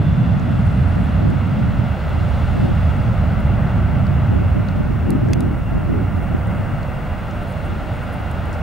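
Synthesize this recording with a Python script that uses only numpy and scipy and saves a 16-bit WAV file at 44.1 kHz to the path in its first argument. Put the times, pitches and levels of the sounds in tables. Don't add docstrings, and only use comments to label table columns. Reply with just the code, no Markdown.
import sys
import numpy as np
from scipy import signal
from scipy.io import wavfile
from scipy.ndimage import uniform_filter1d

SR = 44100
rng = np.random.default_rng(int(sys.argv[2]) if len(sys.argv) > 2 else 0)


def field_ratio(decibels):
    return 10 ** (np.asarray(decibels, dtype=float) / 20)


def transcribe(signal):
    frames = np.atleast_2d(signal).T
    limited = np.clip(frames, -1, 1)
    pcm = np.round(limited * 32767).astype(np.int16)
    wavfile.write(sys.argv[1], SR, pcm)


N = 380141

# [t/s, level/dB, lean towards small eddies/dB]
RUMBLE = [(0, -19.5, 4), (.5, -17, 0.5), (.95, -16, -3), (1.5, -20, 2.5), (1.8, -18, 0), (2.0, -23, -4),
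          (2.4, -16.5, -6), (3.0, -15.5, -5), (4.1, -17.5, -1), (4.5, -15.5, -6), (4.72, -19.5, -1),
          (5.05, -20.5, -1.5), (5.3, -17, -4.5), (5.5, -20, -3), (5.9, -18.5, -5), (6.6, -23, 1),
          (6.95, -29, 1), (8.1, -25.5, -3.5)]
# [f/Hz, level/dB]
RUMBLE_COLOUR = [(15, -58), (35, -26.5), (55, -5.5), (88, 0.5), (130, -4), (200, -9), (260, -18),
                 (340, -34.5), (500, -55), (2000, -120)]
# [f/Hz, level/dB]
DEEP_COLOUR = [(8, -44), (20, -23), (32, -2), (42, 0), (60, -10), (90, -38), (400, -120)]
# [t/s, level/dB, clarity of the air/dB]
ROAR = [(0, -33.5, 0.5), (1.0, -32, 0), (1.8, -32, -.5), (2.4, -31, 2), (3.0, -31, -.5), (3.7, -30.5, -4),
        (4.7, -33, -3), (5.64, -34.5, -7), (6.5, -32, -7), (7.7, -32.5, -.5), (8.62, -31.5, -3)]
# [f/Hz, level/dB]
ROAR_COLOUR = [(100, -5.5), (300, -5), (600, 0.5), (1000, -3), (1500, -5.5), (2200, -13), (3000, -17.5),
               (4000, -25), (6000, -36), (10000, -43.5), (12000, -63), (16000, -81.5)]
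# [f/Hz, level/dB]
SCATTER_COLOUR = [(100, -8), (300, -1), (600, 3), (1000, 2), (1500, -2.5), (2200, -10), (3000, -15),
                  (4000, -21), (6000, -30), (10000, -44), (16000, -69)]
FANS_HZ = (598, 1378, 1437, 1518, 2450, 2756, 2730, 3470, 5593)
# [width/Hz, level/dB, extra level while winding down/dB]
FANS = [(8, -44.5, 0), (6, -51.5, 0), (5, -56.5, 0), (5, -57, 0), (30, -68, 0), (20, -58.5, 0),
        (120, -53.5, 0), (60, -66, 13), (8, -77, 0)]
# [f/Hz, level/dB]
HISS_COLOUR = [(1000, -10), (4000, 7.5), (6000, 3), (9000, 2.5), (12000, 0.5), (16000, -4)]
# [share of a field, level/dB]
SCAN_STEPS = [(0, -5.5), (.19, -1), (.23, -9), (.41, -7), (.44, 1), (.56, 4.5), (.66, 3), (.8, 0), (1, 0)]
# [t/s, level/dB]
GAIN = [(0, -3.5), (1.1, -2.5), (1.6, -.5), (2.4, .5), (5.5, 0), (6.5, 2), (8.62, 2)]
# [centre t/s, length/s, strength/dB, reach to both ports/dB]
GUSTS = [(0.02, .1, -36, 5), (.53, .13, -29, -11), (1.0, .12, -33, -7), (1.27, .2, -26.5, -7),
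         (1.57, .14, -34, -9), (2.17, .22, -34, -4), (2.63, .22, -26, -7), (2.97, .2, -38, 2),
         (3.52, .15, -38, 5), (4.12, .1, -34, -5), (4.38, .16, -27, -10), (4.58, .1, -26, -12),
         (4.87, .26, -29.5, -8), (5.11, .14, -24.5, 0), (5.31, .22, -25, -5), (5.48, .2, -28, 1),
         (5.79, .17, -29.5, -9), (5.955, .17, -25.5, 0), (6.18, .18, -33, -5), (6.35, .12, -33, -5),
         (6.55, .35, -38, -2), (7.75, .2, -38, 4), (3.85, .15, -40, 7), (8.5, .1, -42, 3)]
# [f/Hz, level/dB]
GUST_COLOUR = [(30, -30), (80, -6), (160, 2), (250, -1.5), (350, -9.5), (500, -25.5), (750, -36),
               (1200, -58), (4000, -120)]
# [t/s, length/s, level/dB, centre f/Hz]
RUBS = [(.3, 1.1, -67, 9300), (1.95, 1.5, -68, 9300), (1.0, .08, -65, 9000), (6.1, 0.27, -72, 10000),
        (6.45, .25, -67, 9000), (7.41, .04, -62, 10000), (7.46, 0.079, -59, 10500), (7.64, .04, -59, 9800),
        (7.92, .07, -63, 9000), (8.01, .04, -61, 10000), (8.12, .03, -57, 11000), (8.528, .03, -58, 8500),
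        (8.525, .03, -53, 5000)]
# [from t/s, to t/s]
SHIFTS = [
    (.3, 1.5),
    (2.0, 3.0),
    (5.95, 8.62),
]
# [t/s, peak level/dB, pan/dB, centre f/Hz]
TICKS = [(.395, -39, -2, 6000), (.667, -42, 0, 9000), (1.3, -45, 0, 9000), (2.09, -44, 0, 11000),
         (2.65, -44, -2, 12000), (3.4, -43, 0, 11500), (4.066, -35, -6, 4600), (4.685, -30.5, -6, 4100),
         (5.103, -24, -5, 10200), (5.1033, -30.5, -1.5, 4500), (5.2844, -44, -1, 7300),
         (5.3054, -44, 1.5, 8000), (5.3322, -17.5, 1, 5600), (5.3324, -27, -.5, 10300),
         (5.404, -28, -2, 9700), (5.405, -32, -.5, 4500), (6.229, -47, 0, 11500), (6.469, -43, .5, 9000),
         (6.829, -36, -5, 4500), (7.31, -36, -6, 5800), (7.522, -40, -1, 8500), (8.311, -35, -3, 10000),
         (8.454, -42, -3, 9500), (8.528, -35, -2, 7000)]
# [f/Hz, level/dB, t60/s]
SHELL_MODES = [(2120, 4, .016), (2600, 5, .016), (3400, 4, 0.013), (3850, -14, .012), (4620, 3, 0.011),
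               (5900, 3, 0.012), (6330, -2, .02), (7480, -4, 0.011), (8800, -6, .01)]
# [t/s, peak level/dB, direction]
POPS = [(0.9693, -9, 1.0), (1.2528, -9.8, -1.0), (1.592, -11, 1.0), (2.716, -10, -1.0), (3.251, -17, 1.0),
        (3.7924, -17.7, -1.0), (4.3183, -8.3, 1.0), (4.4214, -8.3, 1.0), (4.8072, -10.2, 1.0),
        (5.2346, -6.3, 1.0), (5.3593, -10, -1.0), (5.6003, -12.0, -1.0), (5.721, -12, 1.0),
        (5.7798, -6, 1.0), (5.8954, -12.9, -1.0), (6.179, -10, -1.0), (6.349, -1, -1.0),
        (6.7383, -17, -1.0), (6.9172, -21, 1.0), (6.9817, -20.4, -1.0), (7.7094, -18.5, -1.0),
        (7.8711, -22, -1.0), (8.207, -16.0, 1.0), (8.4863, -19.2, 1.0)]

FRAME = 1024
TAIL_ON_S, TAIL_TURN_S = 2.2, .3
THROB_DB, THROB_GAIN_DB = -37.5, 6.5
FACING_S, FACING_TURN_S = 1.5, .35
WIDE_DB, NARROW_DB = -6.5, -9.9
ECHO_HZ, ECHO_SHARE = 687, 0.29
WIND_DOWN_S = .7
HISS_DB, HISS_FOLLOWS = -68.5, .8
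SCAN_DB, SCAN_HZ, FIELD_HZ = -65, 15625, 50
EDGE_SHARPNESS = 2.8
LULL_DB, LULL_FOLLOWS, LULL_SHARED_DB = -43, .5, -37
CREAKS_PER_S, CREAK_DB, CREAK_HZ = 22, -53, 9500
TICK_T60_S, TICK_T60_PER_DB = .009, .0003
BAND_EDGE_HZ = 15770


def evened(x):
    return x / np.sqrt(np.mean(x ** 2) + 1e-20)


def colour(points, hz):
    f, value = np.transpose(points)
    return np.interp(np.log(hz + 1), np.log(f + 1), value)


def curves(rows, t):
    s, *columns = np.transpose(rows)
    return [np.interp(t, s, c) for c in columns]


def ease(t, at_s, over_s):
    return (1 + np.tanh((t - at_s) / over_s)) / 2


def add(mix, s, sound):
    part = mix[..., round(s * SR):][..., :sound.shape[-1]]
    part += sound[..., :part.shape[-1]]


def frame_grid(size):
    hop = size // 4
    return np.arange(N // hop + 5) * hop / SR, np.fft.rfftfreq(size, 1 / SR)


def noise(field_db, patchy_db, size):
    t, hz = frame_grid(size)
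    real, imag, patches = rng.standard_normal((len(t), len(hz), 3)).T
    patches = uniform_filter1d(patches, size=size // 100, axis=0)
    patches = evened(uniform_filter1d(patches, size=12, axis=1))
    spectra = (real + 1j * imag) * field_ratio(field_db + patchy_db * patches)
    x = signal.istft(spectra, nperseg=size, noverlap=3 * size // 4)[1][:N]
    return x / np.sqrt(3 / 4 * len(hz))


def shape(points, hz, lo_hz, hi_hz):
    db = colour(points, hz)
    inside = (hz >= lo_hz) & (hz < hi_hz)
    return (db - 10 * np.log10(np.sum(field_ratio(db[inside]) ** 2) / len(hz)))[:, None]


def noise_band(x, lo_hz, hi_hz):
    return signal.lfilter(*signal.butter(2, [lo_hz, hi_hz], "band", fs=SR), x)


def ports(shared, opposed):
    return np.array([shared + opposed, shared - opposed])


def rumble():
    t, hz = frame_grid(size=2048)
    level_db, upper_db = curves(RUMBLE, t)
    upper = np.clip((hz[:, None] - 90) / 50, 0, 1)
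    top = np.clip((hz[:, None] - 170) / 110, 0, 1)
    eddies_db = shape(RUMBLE_COLOUR, hz, 45, 110) + level_db + upper * (upper_db + 1.8)
    throb_db = THROB_DB + THROB_GAIN_DB * ease(t, TAIL_ON_S, TAIL_TURN_S)
    deep_db = shape(DEEP_COLOUR, hz, 20, 45) + throb_db
    field_db = 10 * np.log10(field_ratio(2 * eddies_db) + field_ratio(2 * deep_db))
    shared = noise(field_db, patchy_db=0.0, size=2048)
    opposed = noise(field_db - 12.0 + 3.8 * upper + 3.5 * top, patchy_db=1.0, size=2048)
    return ports(shared, opposed - .16 * shared)


def roar():
    t, hz = frame_grid(size=FRAME)
    level_db, clear_db = curves(ROAR, t)
    width_db = WIDE_DB + (NARROW_DB - WIDE_DB) * ease(t, FACING_S, FACING_TURN_S)
    echo = ECHO_SHARE * np.exp(2j * np.pi * hz / ECHO_HZ - hz / 9000)
    comb_db = 20 * np.log10(abs(1 + echo))
    treble = np.clip((hz[:, None] - 2300) / 1500, 0, 1)
    direct_db = shape(ROAR_COLOUR, hz, 500, 2500) + comb_db[:, None] + level_db - .6
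    direct_db = direct_db + treble * clear_db
    scatter_db = shape(SCATTER_COLOUR, hz, 500, 2500) + level_db + width_db
    scatter_db = scatter_db + treble * (.25 * clear_db - 1.2 - .6 * (width_db - NARROW_DB))
    direct = noise(direct_db, patchy_db=0.41, size=FRAME)
    scatter = noise(scatter_db, patchy_db=1.3, size=FRAME)
    return ports(direct, scatter)


def whines():
    t, out = np.arange(N) / SR, np.zeros(N)
    for hz, (width, db, extra_db) in zip(FANS_HZ, FANS):
        pole = np.exp(-np.pi * width / SR)
        drive = rng.standard_normal(N) + 1j * rng.standard_normal(N)
        wander = signal.lfilter([1], [1, -pole], drive)
        tone = evened((wander * np.exp(2j * np.pi * hz * t)).real)
        out += field_ratio(db + extra_db * np.exp(-(t / WIND_DOWN_S) ** 2)) * tone
    return ports(out, 0.12 * out)


def electronics():
    t, hz = frame_grid(size=FRAME)
    hiss_db = shape(HISS_COLOUR, hz, 11100, 15250) + HISS_DB + HISS_FOLLOWS * curves(GAIN, t)[0]
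    hiss = noise(hiss_db, patchy_db=0.5, size=FRAME)
    s = np.arange(N) / SR
    whistle_db = curves(SCAN_STEPS, s * FIELD_HZ % 1)[0] + SCAN_DB + curves(GAIN, s)[0]
    return hiss + field_ratio(whistle_db) * np.sin(2 * np.pi * SCAN_HZ * s)


def gusts(t):
    s, length, db, reach_db = np.transpose(GUSTS)[..., None]
    bell = field_ratio(2 * db) * np.exp(-abs(2.3 * (t - s) / length) ** EDGE_SHARPNESS)
    lull = field_ratio(2 * (LULL_DB + LULL_FOLLOWS * (curves(RUMBLE, t)[0] + 20)))
    shared = field_ratio(2 * LULL_SHARED_DB) + (bell * field_ratio(2 * reach_db)).sum(0)
    return 10 * np.log10(lull + bell.sum(0)), 10 * np.log10(shared)


def buffeting():
    t, hz = frame_grid(size=512)
    opposed_db, shared_db = gusts(t)
    lumps_db = 1.7 * evened(uniform_filter1d(rng.standard_normal(len(t)), size=5))
    base_db = shape(GUST_COLOUR, hz, 250, 550) + lumps_db
    octaves = np.log2((hz[:, None] + 1) / 90)
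    reach = np.clip(octaves, .2, 2.5) * 0.63
    opposed = noise(base_db - 32 + reach * (opposed_db + 31.5) * 1.4, patchy_db=-0.5, size=512)
    cavity_db = -9 * np.log2((hz[:, None] + 1) / 310) ** 2
    shared = noise(base_db + cavity_db - 31.5 + (shared_db + 31) * 1.37, patchy_db=1.5, size=512)
    return ports(shared, opposed)


def rubs():
    out = np.zeros((2, N))
    for s, length, db, hz in RUBS:
        count = round(length * SR)
        grain_db = 2.8 * evened(uniform_filter1d(rng.standard_normal(count), size=90))
        grit = rng.standard_normal(count) * field_ratio(grain_db)
        rub = evened(noise_band(grit, 0.78 * hz, 1.17 * hz)) * signal.windows.tukey(count, .6)
        add(out, s, field_ratio(db) * rub * np.ones((2, 1)))
    return out


def creaks():
    t, u = np.arange(N) / SR, np.arange(300) / SR
    busy = sum((t > a) & (t < b) for a, b in SHIFTS)
    size = field_ratio(3.0 * np.minimum(rng.exponential(1, N), 3))
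    slips = size * (rng.random(N) < busy * CREAKS_PER_S / SR)
    grain = np.minimum(u / .0012, 1) * field_ratio(-60 * u / .012)
    flare = signal.oaconvolve(slips, grain)[:N]
    band = noise_band(rng.standard_normal(N), .75 * CREAK_HZ, 1.25 * CREAK_HZ)
    grains = field_ratio(CREAK_DB) * flare * band
    return ports(grains, -.15 * grains)


def ticks():
    out, t = np.zeros((2, N)), np.arange(1500) / SR
    shell = sum(field_ratio(db - 60 * t / t60) * np.sin(2 * np.pi * hz * t) for hz, db, t60 in SHELL_MODES)
    for s, db, pan_db, hz in TICKS:
        t60 = np.clip(TICK_T60_S - TICK_T60_PER_DB * (db + 20), .003, .1)
        attack_s = .0002 + 0.0017 * (hz > 8000)
        puff = noise_band(rng.standard_normal((2, len(t))), 0.76 * hz, min(1.17 * hz, 13500))
        puff = puff[0] + .9 * puff
        puff = puff * field_ratio(-60 * t / t60) * np.minimum(t / attack_s, 1)
        hard = np.clip((db + 23) / 8, 0, 1)
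        tick = puff / abs(puff).max() + 3.4 * hard * shell / abs(shell).max()
        add(out, s + 0.00114, field_ratio(db + np.array([[pan_db], [-pan_db]]) / 2) * tick)
    return out


def pops():
    half = 300
    u = np.arange(-half, half) / 30
    pop = np.exp(-u ** 2 / 2) - .3 * np.exp(-u ** 2 / 18)
    out = np.zeros(N)
    for s, db, direction in POPS:
        add(out, s - half / SR, np.sign(direction) * field_ratio(db + 2.5) * pop)
    return ports(-0.11 * out, out)


def scene():
    jet = rumble() + roar() + whines()
    wind = buffeting() + pops()
    hands = rubs() + creaks() + ticks()
    return jet + wind + hands


def top_cut(x):
    return signal.sosfilt(signal.butter(12, 16480, fs=SR, output="sos"), x)


def record(dry):
    heard = np.tanh(dry) + electronics()
    heard = heard * signal.windows.tukey(N, 60 / N)
    edge = signal.firwin(1023, BAND_EDGE_HZ, window=("kaiser", 2.5), fs=SR)
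    padded = np.pad(heard, ((0, 0), (511, 511)), "reflect", reflect_type="odd")
    mix = signal.oaconvolve(padded, edge[None], "valid")
    return top_cut(mix)


dry = scene()
out = record(dry)
transcribe(out)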